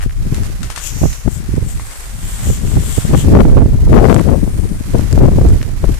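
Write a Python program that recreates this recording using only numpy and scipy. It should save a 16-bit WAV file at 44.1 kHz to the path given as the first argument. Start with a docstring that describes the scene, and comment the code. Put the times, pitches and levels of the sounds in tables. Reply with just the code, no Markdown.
"""Snowshoes turning in windy powder

Snow hisses off the decks, crusts crunch and trouser legs swish as snowshoes turn in deep powder.
Bindings tick, frames knock and a strap creaks, in open air with no echo. Wind buffets each
microphone port on its own with rumble, thumps and booms, and overloads it in the strong gusts."""
import sys
import numpy as np
from scipy import signal
from scipy.fft import rfft, irfft, next_fast_len
from scipy.io import wavfile

SR = 44100
rng = np.random.default_rng(int(sys.argv[2]) if len(sys.argv) > 2 else 0)


def int16_out(signal):
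    """Quantize to a 16-bit WAV file."""
    q = np.round(np.clip(np.atleast_2d(signal).T, -1, 1) * 32767)
    wavfile.write(sys.argv[1], SR, q.astype(np.int16))


N = 264159
T = np.arange(N) / SR
HZ = np.fft.rfftfreq(next_fast_len(N), 1 / SR)


def gain_of(db):
    return 10 ** (np.asarray(db) / 20)


def unit_rms(x):
    return x / np.sqrt(np.mean(x ** 2, axis=-1, keepdims=True) + 1e-20)


def curve_at(points, hz):
    """Reads a curve on a log-frequency axis."""
    point_hz, value = np.transpose(points)
    return np.interp(np.log(hz + 1), np.log(point_hz), value)


def coloured(x, gain):
    """Filters by a gain for every frequency in HZ."""
    size = next_fast_len(N)
    return irfft(rfft(x, size) * gain, size)[..., :N]


def pan(pan_db):
    """Stereo gains for a pan in dB, left minus right; the nearer side stays at 1."""
    return gain_of(np.minimum([[pan_db], [-pan_db]], 0))


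def add(mix, at, sound):
    """Mixes a sound in, starting at a time in seconds."""
    part = mix[:, round(at * SR):][:, :sound.shape[-1]]
    part += sound[..., :part.shape[-1]]


def swell(centre, half_length):
    """A bell-shaped rise and fall."""
    out = np.zeros(N)
    near = slice(*np.searchsorted(T, [centre - 6 * half_length, centre + 6 * half_length]))
    out[near] = np.exp(-.5 * ((T[near] - centre) / half_length) ** 2)
    return out


def burst(start, t60):
    """A sudden attack and a steady decay."""
    return (T >= start) * gain_of(-60 * np.clip((T - start) / t60, 0, 3))


def noise():
    return rng.standard_normal((2, N))


def flutter(rate_hz):
    """A slow random wobble, different on each side."""
    return unit_rms(coloured(noise(), 1 / (1 + (HZ / rate_hz) ** 4)))


def friction(per_s, spread_db, hiss):
    """White friction noise: many tiny slips of uneven size over a smooth hiss."""
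    size = gain_of(spread_db * np.minimum(rng.exponential(1, (2, N)), 5))
    slips = size * noise() * (rng.random((2, N)) < per_s / SR)
    return unit_rms(unit_rms(slips) + hiss * noise())


def ringing(modes):
    """One tap on an object, ringing in its modes."""
    t = T[:2000]
    return sum(gain_of(db - 60 * t / t60) * np.sin(2 * np.pi * hz * t) for hz, db, t60 in modes)


# Tone of sliding snow, one curve a side. Each row: frequency in Hz, gain in dB.
POWDER_EQ_LEFT = [(200, -32.5), (700, -32.5), (2000, -30.5), (3000, -38.5), (4100, -37), (5400, -37),
                  (8500, -35.5), (11000, -40), (14500, -47.5)]
POWDER_EQ_RIGHT = [(200, -23.5), (700, -23), (2000, -24.5), (3600, -29.5), (5200, -28.5), (6600, -28),
                   (9000, -30), (11000, -31), (14500, -35.5)]
# A snowshoe pushes through powder. Each row: centre in seconds, level in dB,
# half length in seconds, pan in dB.
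PUSHES = [(0.029, -35.5, 0.022, 16), (0.395, -44.5, 0.12, 2.5), (0.907, -41, 0.27, 7.5),
          (1.528, -43, 0.18, 11.5), (1.968, -39.5, 0.18, 8.5), (2.407, -40, 0.16, 6.5),
          (3.043, -37.5, 0.36, 6.5), (4.088, -44, 0.2, 1), (4.564, -45, 0.43, 12), (5.016, -45, 0.16, 1.5),
          (5.448, -45, 0.22, 2), (5.936, -43, 0.14, 4.5)]


def powder(trickle_db=-49, clumps_db=1.5):
    """Loose snow slides over the decks in clumps, swelling with each push and trickling in between."""
    power = (gain_of(trickle_db) * pan(6.5)) ** 2
    for centre, db, half_length, pan_db in PUSHES:
        power = power + (gain_of(db) * pan(pan_db) * swell(centre, half_length)) ** 2
    level = np.sqrt(power) * gain_of(clumps_db * flutter(rate_hz=44))
    slide = friction(per_s=2500, spread_db=2.5, hiss=1.05) * level * np.sqrt(SR / 2)
    return coloured(slide, gain_of([curve_at(POWDER_EQ_LEFT, HZ), curve_at(POWDER_EQ_RIGHT, HZ)]))


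# Strokes of cloth and deck over snow. Each row: centre in seconds, level in dB,
# half length in seconds, resonance in Hz, pan in dB, relative rasp level in dB.
STROKES = [(0.863, -19, 0.034, 6900, 24, -5.5), (1.046, -29, 0.11, 6540, -1, -7.5),
           (1.342, -29, 0.04, 7660, 11, -10), (1.705, -30.5, 0.039, 7700, 11, -12),
           (1.96, -36, 0.18, 8200, 1, -18), (2.33, -30, 0.1, 7930, 1.5, -6.5),
           (2.506, -24.5, 0.066, 7400, 8, -7), (2.7, -30.5, 0.052, 7750, 4, -6),
           (2.939, -22.5, 0.097, 7900, 20, -6.5), (3.196, -22.5, 0.03, 7600, 9, -1),
           (4.577, -40, 0.3, 8900, 6, -29)]


def swishes(width_hz=1300, rasp_ratio=0.41, fizz_db=-14):
    """Each stroke rubs fine slips through a bright resonance, with fizz above and a rasp below."""
    def resonance(hz, ratio):
        peak = (1 + ((HZ / ratio - hz) / width_hz) ** 2) ** -1.05
        low_cut = HZ ** 2 / (HZ ** 2 + (ratio * hz / 2) ** 2)
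        return peak * low_cut

    out = np.zeros((2, N))
    slips = friction(per_s=2500, spread_db=2.0, hiss=1.0)
    for centre, db, half_length, hz, pan_db, rasp_db in STROKES:
        bright = np.maximum(resonance(hz, 1), gain_of(fizz_db) * (HZ > hz))
        rasp = gain_of(rasp_db) * resonance(hz, rasp_ratio)
        shifted_slips = np.roll(slips, rng.integers(N), axis=1)
        rub = unit_rms(coloured(shifted_slips, np.hypot(bright, rasp)))
        out += gain_of(db) * pan(pan_db) * swell(centre, half_length) * rub
    return out


# Crust breaks under a deck. Each row: start in seconds, level in dB, pan in dB.
CRUNCHES = [(0.345, -20, 18), (0.4336, -22, 18), (0.631, -16.5, 17), (0.701, -15.5, 18), (0.761, -15.5, 6),
            (0.777, -17.5, 22), (1.1294, -22, 0)]
# Tone of the crust. Each row: frequency in Hz, relative gain in dB.
CRUST_EQ = [(300, -11), (800, -7), (1400, 1.5), (2800, -2), (4500, -4.5), (7000, -2.5), (9000, -2.5),
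            (11000, -14), (15000, -21)]


def crunches():
    """The crust cracks, then crumbles for a moment."""
    envelope = np.zeros((2, N))
    for start, db, pan_db in CRUNCHES:
        crack = gain_of(-4) * burst(start, t60=0.01)
        crumble = gain_of(-10) * burst(start, t60=0.21)
        envelope += gain_of(db) * pan(pan_db) * (crack + crumble)
    grit = friction(per_s=12000, spread_db=-1.0, hiss=0.32)
    return coloured(envelope * grit, unit_rms(gain_of(curve_at(CRUST_EQ, HZ))))


# Binding ticks. Each row: start in seconds, level in dB, pan in dB.
TICKS = [(1.3644, -28, 8), (4.144, -5.5, -20), (4.1962, -19, -23), (4.985, -20, 16), (5.1277, -10.5, 27),
         (5.223, -21, 6), (5.4872, -18, 8), (5.6285, -16, 24)]
# Tone of the snap. Each row: frequency in Hz, relative gain in dB.
BINDING_EQ = [(800, 11.5), (3000, -5), (4400, 1), (6100, -1), (7800, 2.5), (9300, 1.5), (15000, -24)]
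# Buckle ring. Each row: frequency in Hz, level in dB, t60 in seconds.
BUCKLE_MODES = [(7350, -11, 0.016), (8050, -10, 0.02)]


def binding_ticks(hardest_click_db=-4, click_growth=2.1):
    """Bindings snap and leave a buckle ringing; the hardest snaps open with a metal-on-metal click."""
    envelope, metal = np.zeros((2, N)), np.zeros((2, N))
    hardest_db = max(db for _, db, _ in TICKS)
    for start, db, pan_db in TICKS:
        level = gain_of(db) * pan(pan_db)
        envelope += level * burst(start, t60=0.011)
        click_db = hardest_click_db + click_growth * (db - hardest_db)
        add(metal, start, gain_of(click_db) * pan(pan_db) * [1, -1])  # a two-sample spike
        add(metal, start, level * ringing(BUCKLE_MODES))
    snaps = coloured(envelope * noise(), unit_rms(gain_of(curve_at(BINDING_EQ, HZ))))
    return metal + snaps


# Frame knocks. Each row: start in seconds, level in dB.
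KNOCKS = [(0.702, -24.5), (0.776, -23), (1.7974, -26), (4.196, -16.5)]
# Frame ring. Each row: frequency in Hz, level in dB, t60 in seconds.
FRAME_MODES = [(1060, 9.5, 0.006), (1890, -5.5, 0.0092)]


def frame_knocks():
    """A bumped snowshoe frame rings, short and hollow."""
    out = np.zeros((2, N))
    for start, db in KNOCKS:
        add(out, start, gain_of(db) * ringing(FRAME_MODES))
    return out


# Strap creaks. Each row: start in seconds, length in seconds, slips per second, level in dB.
CREAKS = [(0.0085, .035, 103, -18), (0.096, .022, 74, -22.5), (4.193, .005, 100, -14),
          (5.615, .025, 68, -17)]
# Strap ring. Each row: frequency in Hz, level in dB, t60 in seconds.
STRAP_MODES = [(1500, -22, 0.0019), (1850, -2, 0.006), (2220, -5, 0.005), (2840, -11, 0.0093)]


def strap_creaks(pan_db=10, jitter_s=0.00034):
    """A strap sticks and slips; each slip rings it briefly."""
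    slips = np.zeros(N)
    for start, length, per_s, db in CREAKS:
        times = np.arange(start, start + length, 1 / per_s)
        times += jitter_s * rng.standard_normal(len(times))
        slips[(abs(times) * SR).astype(int)] = gain_of(db)
    return pan(pan_db) * signal.oaconvolve(slips, ringing(STRAP_MODES))[:N]


# Where an eddy lands. Each entry: port name, pan in dB.
PORT_PAN = {"left": 43, "both": 0, "right": -32}
# Single eddies. Each row: centre in seconds, strength in dB, port that is hit.
EDDIES = [(0.062, -16, "left"), (0.267, -24.5, "right"), (0.325, -21, "both"), (0.383, -22, "left"),
          (1.018, -11, "left"), (1.038, -6, "right"), (1.056, -6, "right"), (1.263, -13, "left"),
          (1.28, -10, "left"), (1.36, -28, "left"), (1.404, -26, "left"), (1.491, -22.5, "right"),
          (1.541, -18.5, "both"), (1.581, -14.5, "right"), (1.629, -16.5, "right"), (1.676, -25, "left"),
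          (2.502, -13, "right"), (2.684, -20.5, "left"), (2.771, -8.5, "right"), (2.981, -9.5, "right"),
          (3.052, -14, "left"), (3.11, -11, "right"), (3.138, -4.5, "left"), (3.148, -2.5, "left"),
          (3.248, -11.5, "right"), (3.284, -10, "both"), (3.341, -10, "both"), (3.353, -8.5, "left"),
          (3.372, -7, "both"), (3.39, -4, "left"), (3.399, -9, "left"), (3.408, -1.5, "left"),
          (3.454, -5, "right"), (3.574, -6.5, "right"), (3.58, -4.5, "right"), (3.62, -6, "right"),
          (3.661, -11.5, "both"), (3.93, -3, "left"), (3.94, -2, "left"), (3.962, -4, "left"),
          (3.975, -1.5, "left"), (3.989, 1, "left"), (3.999, -5, "left"), (4.046, -4, "left"),
          (4.052, -2.5, "left"), (4.086, -4, "left"), (4.098, -2, "left"), (4.112, -1, "left"),
          (4.128, -2.5, "left"), (4.164, -2.5, "left"), (4.297, -6, "left"), (4.335, -11, "left"),
          (4.432, -13.5, "left"), (4.477, -15, "left"), (4.597, -14.5, "left"), (4.651, -20.5, "left"),
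          (4.718, -20.5, "left"), (4.81, -20, "left"), (4.951, -8, "left"), (4.995, -9.5, "left"),
          (5.136, -18.5, "both"), (5.178, -4.5, "left"), (5.217, -14, "right"), (5.287, -7.5, "left"),
          (5.388, -9, "left"), (5.416, -13, "both"), (5.453, -11, "right"), (5.536, -21, "both"),
          (5.842, -4, "left"), (5.894, -14, "left")]


def eddy_thumps(crack_from_db=-8):
    """The core of each eddy knocks a port: weak ones thud, strong ones are tighter and crack."""
    out = np.zeros((2, N))
    for centre, db, port in EDDIES:
        pulse = vortex(core_s=0.00033 * gain_of(-0.51 * db), reach_s=0.0019)
        thump_db = 3 + 0.5 * db + 1.1 * max(db - crack_from_db, 0)
        start = centre - len(pulse) / 2 / SR
        add(out, start, rng.choice([-1, 1]) * gain_of(thump_db) * pan(PORT_PAN[port]) * pulse)
    return out


def vortex(core_s, reach_s):
    """Pressure of a passing vortex: it builds, flips sign across the core and dies away."""
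    t = np.arange(-1000, 1001) / SR
    pulse = np.tanh(t / core_s) * np.exp(-np.hypot(t, core_s) / reach_s)
    return pulse / pulse.max()


# Gusts. Each row: start of the hold in seconds, hold in seconds, strength in dB, pan in dB.
GUSTS = [(0.241, 0.25, -25.5, 10), (0.62, 0.033, -26.5, -12.5), (0.955, 0.11, -26.5, 39),
         (1.345, 0.063, -29, 32), (1.527, 0.23, -30, -2), (2.138, 0.82, -36.5, 4), (2.478, 0.016, -20.5, 4),
         (2.65, 0.21, -22, 10), (3.084, 0.25, -22.5, 2), (3.315, 0.063, -10, 3.5),
         (3.445, 0.16, -14.5, -3.5), (3.637, 0.29, -20.5, 5.5), (3.939, 0.24, -9, 23),
         (4.283, 0.065, -11.5, 21), (4.4, 0.36, -24.5, 9), (4.948, 0.067, -18, 9.5),
         (5.19, 0.094, -10.5, 14), (5.391, 0.15, -17.5, -1), (5.705, 0.014, -20.5, -16.5),
         (5.86, 0.058, -24, 7)]


def wind_strength(breeze_db=-61, rise_s=0.049, fade_s=0.05, swirl_db=-3):
    """Wind at each port in dB, capped at 0: a breeze, gusts and the swirl round each eddy."""
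    power = gain_of(breeze_db) ** 2
    for start, hold, db, pan_db in GUSTS:
        gust = np.exp(-np.maximum(start - T, 0) / rise_s - np.maximum(T - start - hold, 0) / fade_s)
        power = power + (gain_of(db) * pan(pan_db) * gust) ** 2
    for centre, db, port in EDDIES:
        swirl = swell(centre, half_length=0.0066)
        power = power + (gain_of(db + swirl_db) * pan(PORT_PAN[port]) * swirl) ** 2
    return np.minimum(10 * np.log10(power), 0)


WIND_REF_DB = -20
# Tone of the rumble at the reference wind. Each row: frequency in Hz, spectral density in dB.
RUMBLE_EQ = [(10, -60), (22, -30), (40, -31.5), (70, -32), (120, -32.5), (200, -41), (400, -53),
             (800, -76.5), (3200, -122)]
# How the rumble brightens. Each row: frequency in Hz, dB gained per dB of wind.
RUMBLE_GROWTH = [(30, 0.32), (110, 0.83), (300, 1.19), (700, 2.13)]


def wind_rumble(wind_db, knee_db=-14, bass_hz=180, steadiness=0.078):
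    """Turbulence rumbles in octave bands; stronger wind feeds the small, high eddies most."""
    # Light flow comes in lumps with deep lulls; strong flow presses on without a break.
    lumps_db = 7.5 * np.minimum(flutter(rate_hz=25), 0.8) / (1 + gain_of(wind_db - knee_db) / 2)
    colour = gain_of(curve_at(RUMBLE_EQ, HZ)) * np.sqrt(SR / 2)
    out = np.zeros((2, N))
    for hz in 20 * 2. ** np.arange(8):
        octave = np.cos(np.pi / 2 * np.clip(np.log2((HZ + 1) / hz), -1, 1))
        band = coloured(noise(), colour * octave)
        # Gently compress the band's own drift in level.
        smoothing = np.exp(-(HZ / min(hz / 3, 30)) ** 2)
        drift = unit_rms(np.sqrt(abs(coloured(band ** 2, smoothing)) + 1e-20))
        # The large eddies level off in strong wind.
        excess_db = 0.49 * np.maximum(wind_db - knee_db, 0) / (1 + (hz / bass_hz) ** 2)
        highness = hz / (hz + 35)
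        drive_db = wind_db - excess_db - WIND_REF_DB + highness * lumps_db
        bass_lean_db = (1 - highness) * np.array([[-0.5], [0.5]])  # slightly to the right
        band_db = curve_at(RUMBLE_GROWTH, hz) * drive_db + bass_lean_db
        out += band / drift ** steadiness * gain_of(band_db)
    return out


def vortex_swarm(wind_db, growth=1.385, per_s=95, spread_db=24):
    """Small vortices of two sizes ride on the wind and hit harder when it is strong."""
    out = np.zeros((2, N))
    for core_s in (0.00039, 0.00078):
        size = gain_of(-15 + growth * (wind_db - WIND_REF_DB) - spread_db * rng.random((2, N)))
        hits = size * rng.choice([-1, 1], (2, N)) * (rng.random((2, N)) < per_s / SR)
        out += signal.oaconvolve(hits, vortex(core_s, reach_s=core_s)[None], "same")
    return out


# Large, slow whirls. Each row: centre in seconds, level in dB, half length in seconds, pan in dB.
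WHIRLS = [(0.063, -16.5, 0.26, 3), (1.067, -7, 0.033, -16), (3.534, -0.5, 0.0935, -22),
          (3.906, -6, 0.091, -0.5), (5.229, -6.5, 0.087, 5), (5.479, -3, 0.052, -2),
          (5.878, -5.5, 0.029, 15)]


def whirl_booms(boom_hz=42.1, width_octaves=0.74):
    """Large whirls heave against the ports with a deep boom."""
    envelope = sum(gain_of(db) * pan(pan_db) * swell(centre, half_length)
                   for centre, db, half_length, pan_db in WHIRLS)
    sub_band = np.exp(-.5 * (np.log2((HZ + 1) / boom_hz) / width_octaves) ** 2)
    return envelope * unit_rms(coloured(noise(), sub_band))


def scene():
    """Wind, snow and snowshoe gear, mixed dry."""
    wind_db = wind_strength()
    buffeting = wind_rumble(wind_db) + eddy_thumps() + vortex_swarm(wind_db)
    snow = powder() + swishes() + crunches()
    gear = binding_ticks() + strap_creaks() + frame_knocks()
    return snow + gear + buffeting + whirl_booms()


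def record(dry, ceiling=0.98, cutoff_hz=14600):
    """Strong gusts are cut flat, which crackles and blots out the hiss; a low-pass trims the top."""
    clipped = np.clip(dry, -ceiling, ceiling)
    low_pass = signal.firwin(511, cutoff_hz, window=("kaiser", 8), fs=SR)
    return signal.oaconvolve(clipped, low_pass[None], "same")


dry = scene()
out = record(dry)
int16_out(out)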